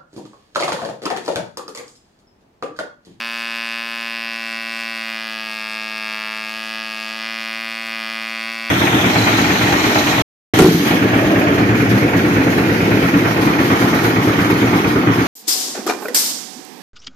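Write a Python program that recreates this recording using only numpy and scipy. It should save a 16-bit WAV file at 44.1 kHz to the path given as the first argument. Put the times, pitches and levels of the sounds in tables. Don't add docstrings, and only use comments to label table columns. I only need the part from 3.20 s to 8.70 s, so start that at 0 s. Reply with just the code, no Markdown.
import sys
import numpy as np
from scipy import signal
from scipy.fft import rfft, irfft
from scipy.io import wavfile

SR = 44100
rng = np.random.default_rng(int(sys.argv[2]) if len(sys.argv) > 2 else 0)


def voltage_ratio(level):
    return 10 ** (np.asarray(level, float) / 20)


def generate_wav(sig):
    pcm = np.round(np.clip(np.atleast_2d(sig).T, -1, 1) * 32767).astype(np.int16)
    wavfile.write(sys.argv[1], SR, pcm)


N = 242550

# start_s, turns_per_s [1/s], bark_db [dB]
ENGINE_RUN = [(0.0, 115.5, -26.5), (0.49, 114.8, -26), (0.7, 115.3, -27), (1.36, 113.4, -26.5),
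              (1.62, 114.0, -26.5), (2.45, 109.1, -26.5), (2.68, 109.8, -27), (3.02, 108.5, -26.5),
              (3.19, 108.8, -27), (3.37, 110.7, -27), (3.57, 111.0, -26), (3.77, 110.0, -27),
              (3.97, 110.9, -27), (4.04, 111.9, -26), (4.66, 112.6, -27), (4.86, 111.6, -26.5),
              (5.36, 113.3, -27), (5.5, 113.4, -26.5)]
# start_s, extra_path_ms, returned_share [signed, 0-1], treble_shading_db
HAND_MOVES = [
    (0, 0.95, -0.21, 0),
    (.8, 0.92, -0.13, 0.5),
    (1.8, 0.8, -0.026, -0.1),
    (2.3, 0.77, -0.03, 1),
    (3.2, 1, 0.039, -0.6),
    (3.5, 0.61, -0.003, 1),
    (4.0, 0.92, .09, 1.5),
    (4.7, 0.91, 0.15, -0.6),
    (5.5, 0.9, 0.23, -1.5),
]
# pitch_hz, width_hz, share [signed]
PORT_RINGS = [(1344, 1250, 0.5), (2554, 1104, -0.65), (3900, 1040, 0.12), (4832, 1250, -0.34)]
# delay_ms, left_share [signed], right_share [signed]
ECHO_PATHS = [(0.0, 0.82, 0.95), (0.86, 0.18, 0.078), (1.13, -0.0052, 0.38), (1.27, -0.11, -0.0032),
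              (1.38, -0.098, -0.035), (1.75, -0.037, 0.018), (1.84, 0.072, 0.099), (2.43, 0.11, -0.092),
              (3.74, -0.064, 0.063), (4.54, -0.08, -0.27), (6.35, -0.19, -0.00043), (7.14, -0.071, -0.054),
              (8.1, -0.11, 0.0036), (8.37, 0.075, 0.12), (9.05, -0.073, -0.12), (9.59, -0.067, 0.12),
              (10.27, 0.12, -0.043), (11.18, -0.11, -0.19), (13.63, -0.24, 0.0089), (14.99, 0.28, -0.023),
              (17.6, -0.11, -0.1)]
# multiple [of turns per s], level_db [over blade tone], slope_db [per turn per s]
HUM_TONES = [(1, -30.5, -0.4), (3, -10, 0.2), (5, -6.5, 0.73), (6, -6.5, -0.87), (7, -7, 0.2)]
# multiple, level_db [far away], null_hz, width_hz, share_left [0-1]
CANCELLED_TONES = [(4, -51, 453, 17, 0.1), (8, -44, 907, 19.7, 0.057), (9, -37, 994, 51, .12)]
# place [turns], width [turns], level_db
GAS_PUFFS = [
    (.81, .065, -2.5),
    (.055, .04, 0.5),
    (.16, .11, -6),
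]
# pitch_hz, level_db [per Hz]
RUSH_COLOUR = [(30, -34), (70, -18.5), (150, -11.5), (300, -11.5), (600, -5), (1200, -1), (2500, -2.5),
               (3300, -6.5), (5000, -10.5), (5700, -12), (6100, -28)]
# pitch_hz, level_db [per Hz]
HISS_COLOUR = [(4500, -7), (5500, -7), (6000, -9.5), (6500, -4.5), (7300, -8.5), (8700, -5), (10700, -8),
               (12200, -4.5), (13500, -8.5), (15000, -6.5), (17000, -13)]
# pitch_hz, likeness [0-1]
EAR_LIKENESS = [(30, .9), (60, .6), (90, .35), (130, .45), (220, .9), (2000, .93), (3000, .99), (4300, .99),
                (5000, .8), (9300, .65), (10300, .93), (16000, .94)]


def rms_one(x):
    return x / np.sqrt(np.mean(x ** 2) + 1e-20)


def in_time(rows):
    start_s, *columns = np.transpose(rows)
    return [np.interp(np.arange(N) / SR, start_s, column) for column in columns]


def at_hz(points, hz):
    pitch_hz, value = np.array(points)[:, 0], np.array(points)[:, 1]
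    return np.interp(np.log(hz), np.log(pitch_hz), value)


def drift(per_s):
    r = np.exp(-40 * np.pi * per_s / SR)
    chance = rng.standard_normal(N // 20 + 2002)
    slow = signal.lfilter([1], [1, -2 * r, r * r], chance)[2000:]
    return np.interp(np.arange(N) / 20, np.arange(len(slow)), rms_one(slow))


def delayed(x, ms):
    return np.interp(np.arange(N) - ms * SR / 1000, np.arange(N), x, left=0)


def filtered(x, order, hz, kind="low"):
    return signal.sosfilt(signal.butter(order, hz, kind, fs=SR, output="sos"), x)


def filtered_in_place(x, hz, kind="low"):
    return signal.sosfiltfilt(signal.butter(2, hz, kind, fs=SR, output="sos"), x)


def duller(x, hz, share):
    low = filtered_in_place(x, hz)
    return low + share * (x - low)


def firings(turns, uneven_db, jitter_ms):
    at = np.interp(np.arange(1, int(turns[-1]) + 1), turns, np.arange(N))
    chance = rng.standard_normal((len(at), 2))
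    at = np.clip(at + chance[:, 0] * jitter_ms * SR / 1000, 0, N - 2)
    whole = at.astype(int)
    part = at - whole
    size = voltage_ratio(uneven_db * chance[:, 1])
    pulses = np.zeros(N)
    pulses[whole] = size * (1 - part)
    pulses[whole + 1] = size * part
    return pulses


def exhaust(pulses):
    t = np.arange(256) / SR
    ring = 0
    for hz, width_hz, share in PORT_RINGS:
        ring = ring + share * t * np.exp(-np.pi * width_hz * t) * np.sin(2 * np.pi * hz * t)
    bark = signal.fftconvolve(pulses, ring)[:N]
    hz = np.arange(N // 2 + 1) * SR / N
    bark = irfft(rfft(bark) * np.clip((hz - 1050) / 30, 0, 1), N)
    return signal.sosfilt(signal.cheby1(8, .5, 5750, fs=SR, output="sos"), bark)


def hands(bark):
    path_ms, share, shade_db = in_time(HAND_MOVES)
    top = filtered(bark, 2, 3000, "high")
    return bark + (voltage_ratio(shade_db) - 1) * top + share * delayed(bark, path_ms)


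def scattered(bark):
    t = np.arange(2048) / SR
    tail = rng.standard_normal((2, len(t))) * voltage_ratio(-60 * t / .09) * (t > .002)
    both, apart = filtered(tail, 2, 3300)
    stereo_tail = voltage_ratio(-34) * both + voltage_ratio(-38) * apart * [[1], [-1]]
    return signal.fftconvolve(bark[None], stereo_tail, axes=1)[:, :N]


def surroundings(bark):
    hollow_hz, hollow_width_hz, hollow_share = 1371, 37, 0.7
    far_ms, far_dull_hz, far_top_share = 3, 3100, 0.45
    ears_apart_hz, ears_top_share = 1180, 0.18
    top_apart_db, top_apart_hz, top_apart_ms = -18, 4240, 0.098
    b, a = signal.iirpeak(hollow_hz, hollow_hz / hollow_width_hz, fs=SR)
    bark = bark - hollow_share * signal.lfilter(b, a, bark)
    far = duller(bark, far_dull_hz, far_top_share)
    out = scattered(bark)
    for ms, left, right in ECHO_PATHS:
        source = far if ms > far_ms else bark
        out = out + delayed(source, ms) * np.array([[left], [right]])
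    middle = out.mean(axis=0)
    side = duller((out[0] - out[1]) / 2, ears_apart_hz, ears_top_share)
    high = filtered(delayed(bark, top_apart_ms), 2, top_apart_hz, "high")
    side = side + voltage_ratio(top_apart_db) * high
    return (middle + side * [[1], [-1]]) * voltage_ratio([[.2], [-.2]])


def shaft_hum(turns, speed):
    blade_db = -40 - 0.17 * (speed - 112.5) ** 2
    peak_turn = .072
    bench_hz, bench_width_hz = 520, 110
    levels = [(2, voltage_ratio(blade_db))]
    for multiple, db, slope_db in HUM_TONES:
        levels.append((multiple, voltage_ratio(blade_db + db + slope_db * (speed - 113.5))))
    for multiple, db, null_hz, width_hz, left in CANCELLED_TONES:
        off = ((multiple * speed - null_hz) / width_hz) ** 2
        levels.append((multiple, voltage_ratio(db) * np.sqrt((off + left ** 2) / (off + 1))))
    tones = 0
    for multiple, gain in levels:
        shift = .6 * np.pi * np.exp(-((multiple * 112 - bench_hz) / bench_width_hz) ** 4)
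        wave = multiple * 2 * np.pi * (turns - peak_turn) + shift
        tones = tones + gain * (np.cos(wave) + 0.089 * np.sin(wave) * [[1], [-1]])
    return -np.sqrt(2) * tones * voltage_ratio([[.35], [-.35]])


def crack(pulses):
    front = filtered(pulses, 2, [6500, 13500], "band")
    snap = delayed(front, .6) - .6 * delayed(front, .33)
    snap = snap + .35 * delayed(front, 1.15)
    snap = snap + .3 * delayed(front, 7.1) - .3 * delayed(front, 3.9)
    return rms_one(snap)


def gas_gate(turns, wander):
    place = turns + wander * drift(40)
    gate = .47
    for at, width, db in GAS_PUFFS:
        away = (place - at + .5) % 1 - .5
        gate = gate + voltage_ratio(db) * np.exp(-(away / width) ** 2)
    return gate


def air_noise(colour, patchy_db):
    hz = np.maximum(np.arange(N // 2 + 1) * SR / N, 1)
    alike = np.clip(at_hz(EAR_LIKENESS, hz), 0, 1)
    in_range = (hz > colour[0][0] / 2) * (hz < colour[-1][0])
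    mid, side = rfft(rng.standard_normal((2, N)), axis=1) * voltage_ratio(at_hz(colour, hz)) * in_range
    pair = np.sqrt(1 + alike) * mid + np.sqrt(1 - alike) * side * [[1], [-1]]
    octave = np.log2(hz / 30)
    noise = 0
    for k in range(10):
        band = irfft(pair * np.maximum(1 - abs(octave - k), 0), N)
        noise = noise + band * voltage_ratio(patchy_db * drift(8.2))
    return rms_one(noise)


def propeller_rush(gate):
    return voltage_ratio(-45) * rms_one(gate ** .15 * air_noise(RUSH_COLOUR, patchy_db=1.2))


def port_hiss(gate, lower_db, upper_db):
    jet = rms_one(gate * air_noise(HISS_COLOUR, patchy_db=1.0))
    lower = filtered_in_place(jet, 7800)
    upper = filtered_in_place(jet, 9800, "high")
    middle = jet - lower - upper
    middle_db = (lower_db + upper_db) / 2 + 8
    return voltage_ratio(lower_db + 15.0) * lower + voltage_ratio(upper_db + 9.0) * upper + voltage_ratio(middle_db) * middle


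def ports(pulses, gate):
    moves_per_s, hiss_sway_db, crack_sway_db = .8, .6, 1.5
    lower_db = -56 + hiss_sway_db * drift(moves_per_s)
    upper_db = -59.5 + hiss_sway_db * drift(moves_per_s)
    crack_db = -57.5 + crack_sway_db * drift(moves_per_s)
    sound = port_hiss(gate, lower_db, upper_db) + voltage_ratio(crack_db) * crack(pulses)
    finger_ms = .205 + .008 * drift(moves_per_s)
    return np.array([side + .2 * delayed(side, finger_ms) for side in sound])


def scene():
    speed, bark_db = in_time(ENGINE_RUN)
    first_turn = .654
    turns = first_turn + np.cumsum(speed * (1 + .00028 * drift(25))) / SR
    pulses = firings(turns, uneven_db=.35, jitter_ms=.004)
    bark = hands(exhaust(pulses))
    engine = voltage_ratio(bark_db) * rms_one(surroundings(bark))
    engine = engine + shaft_hum(turns, speed)
    surge = voltage_ratio(.3 * drift(4))
    gate = gas_gate(turns, wander=.015)
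    return surge * engine + ports(pulses, gate) + propeller_rush(gate)


def top_cut(x):
    return signal.sosfilt(signal.butter(12, 16860, fs=SR, output="sos"), x)


def record(dry):
    cut_hz = 15950 - 240
    mix = signal.sosfilt(signal.ellip(10, .5, 70, cut_hz, fs=SR, output="sos"), dry)
    return top_cut(mix)


dry = scene()
out = record(dry)
generate_wav(out)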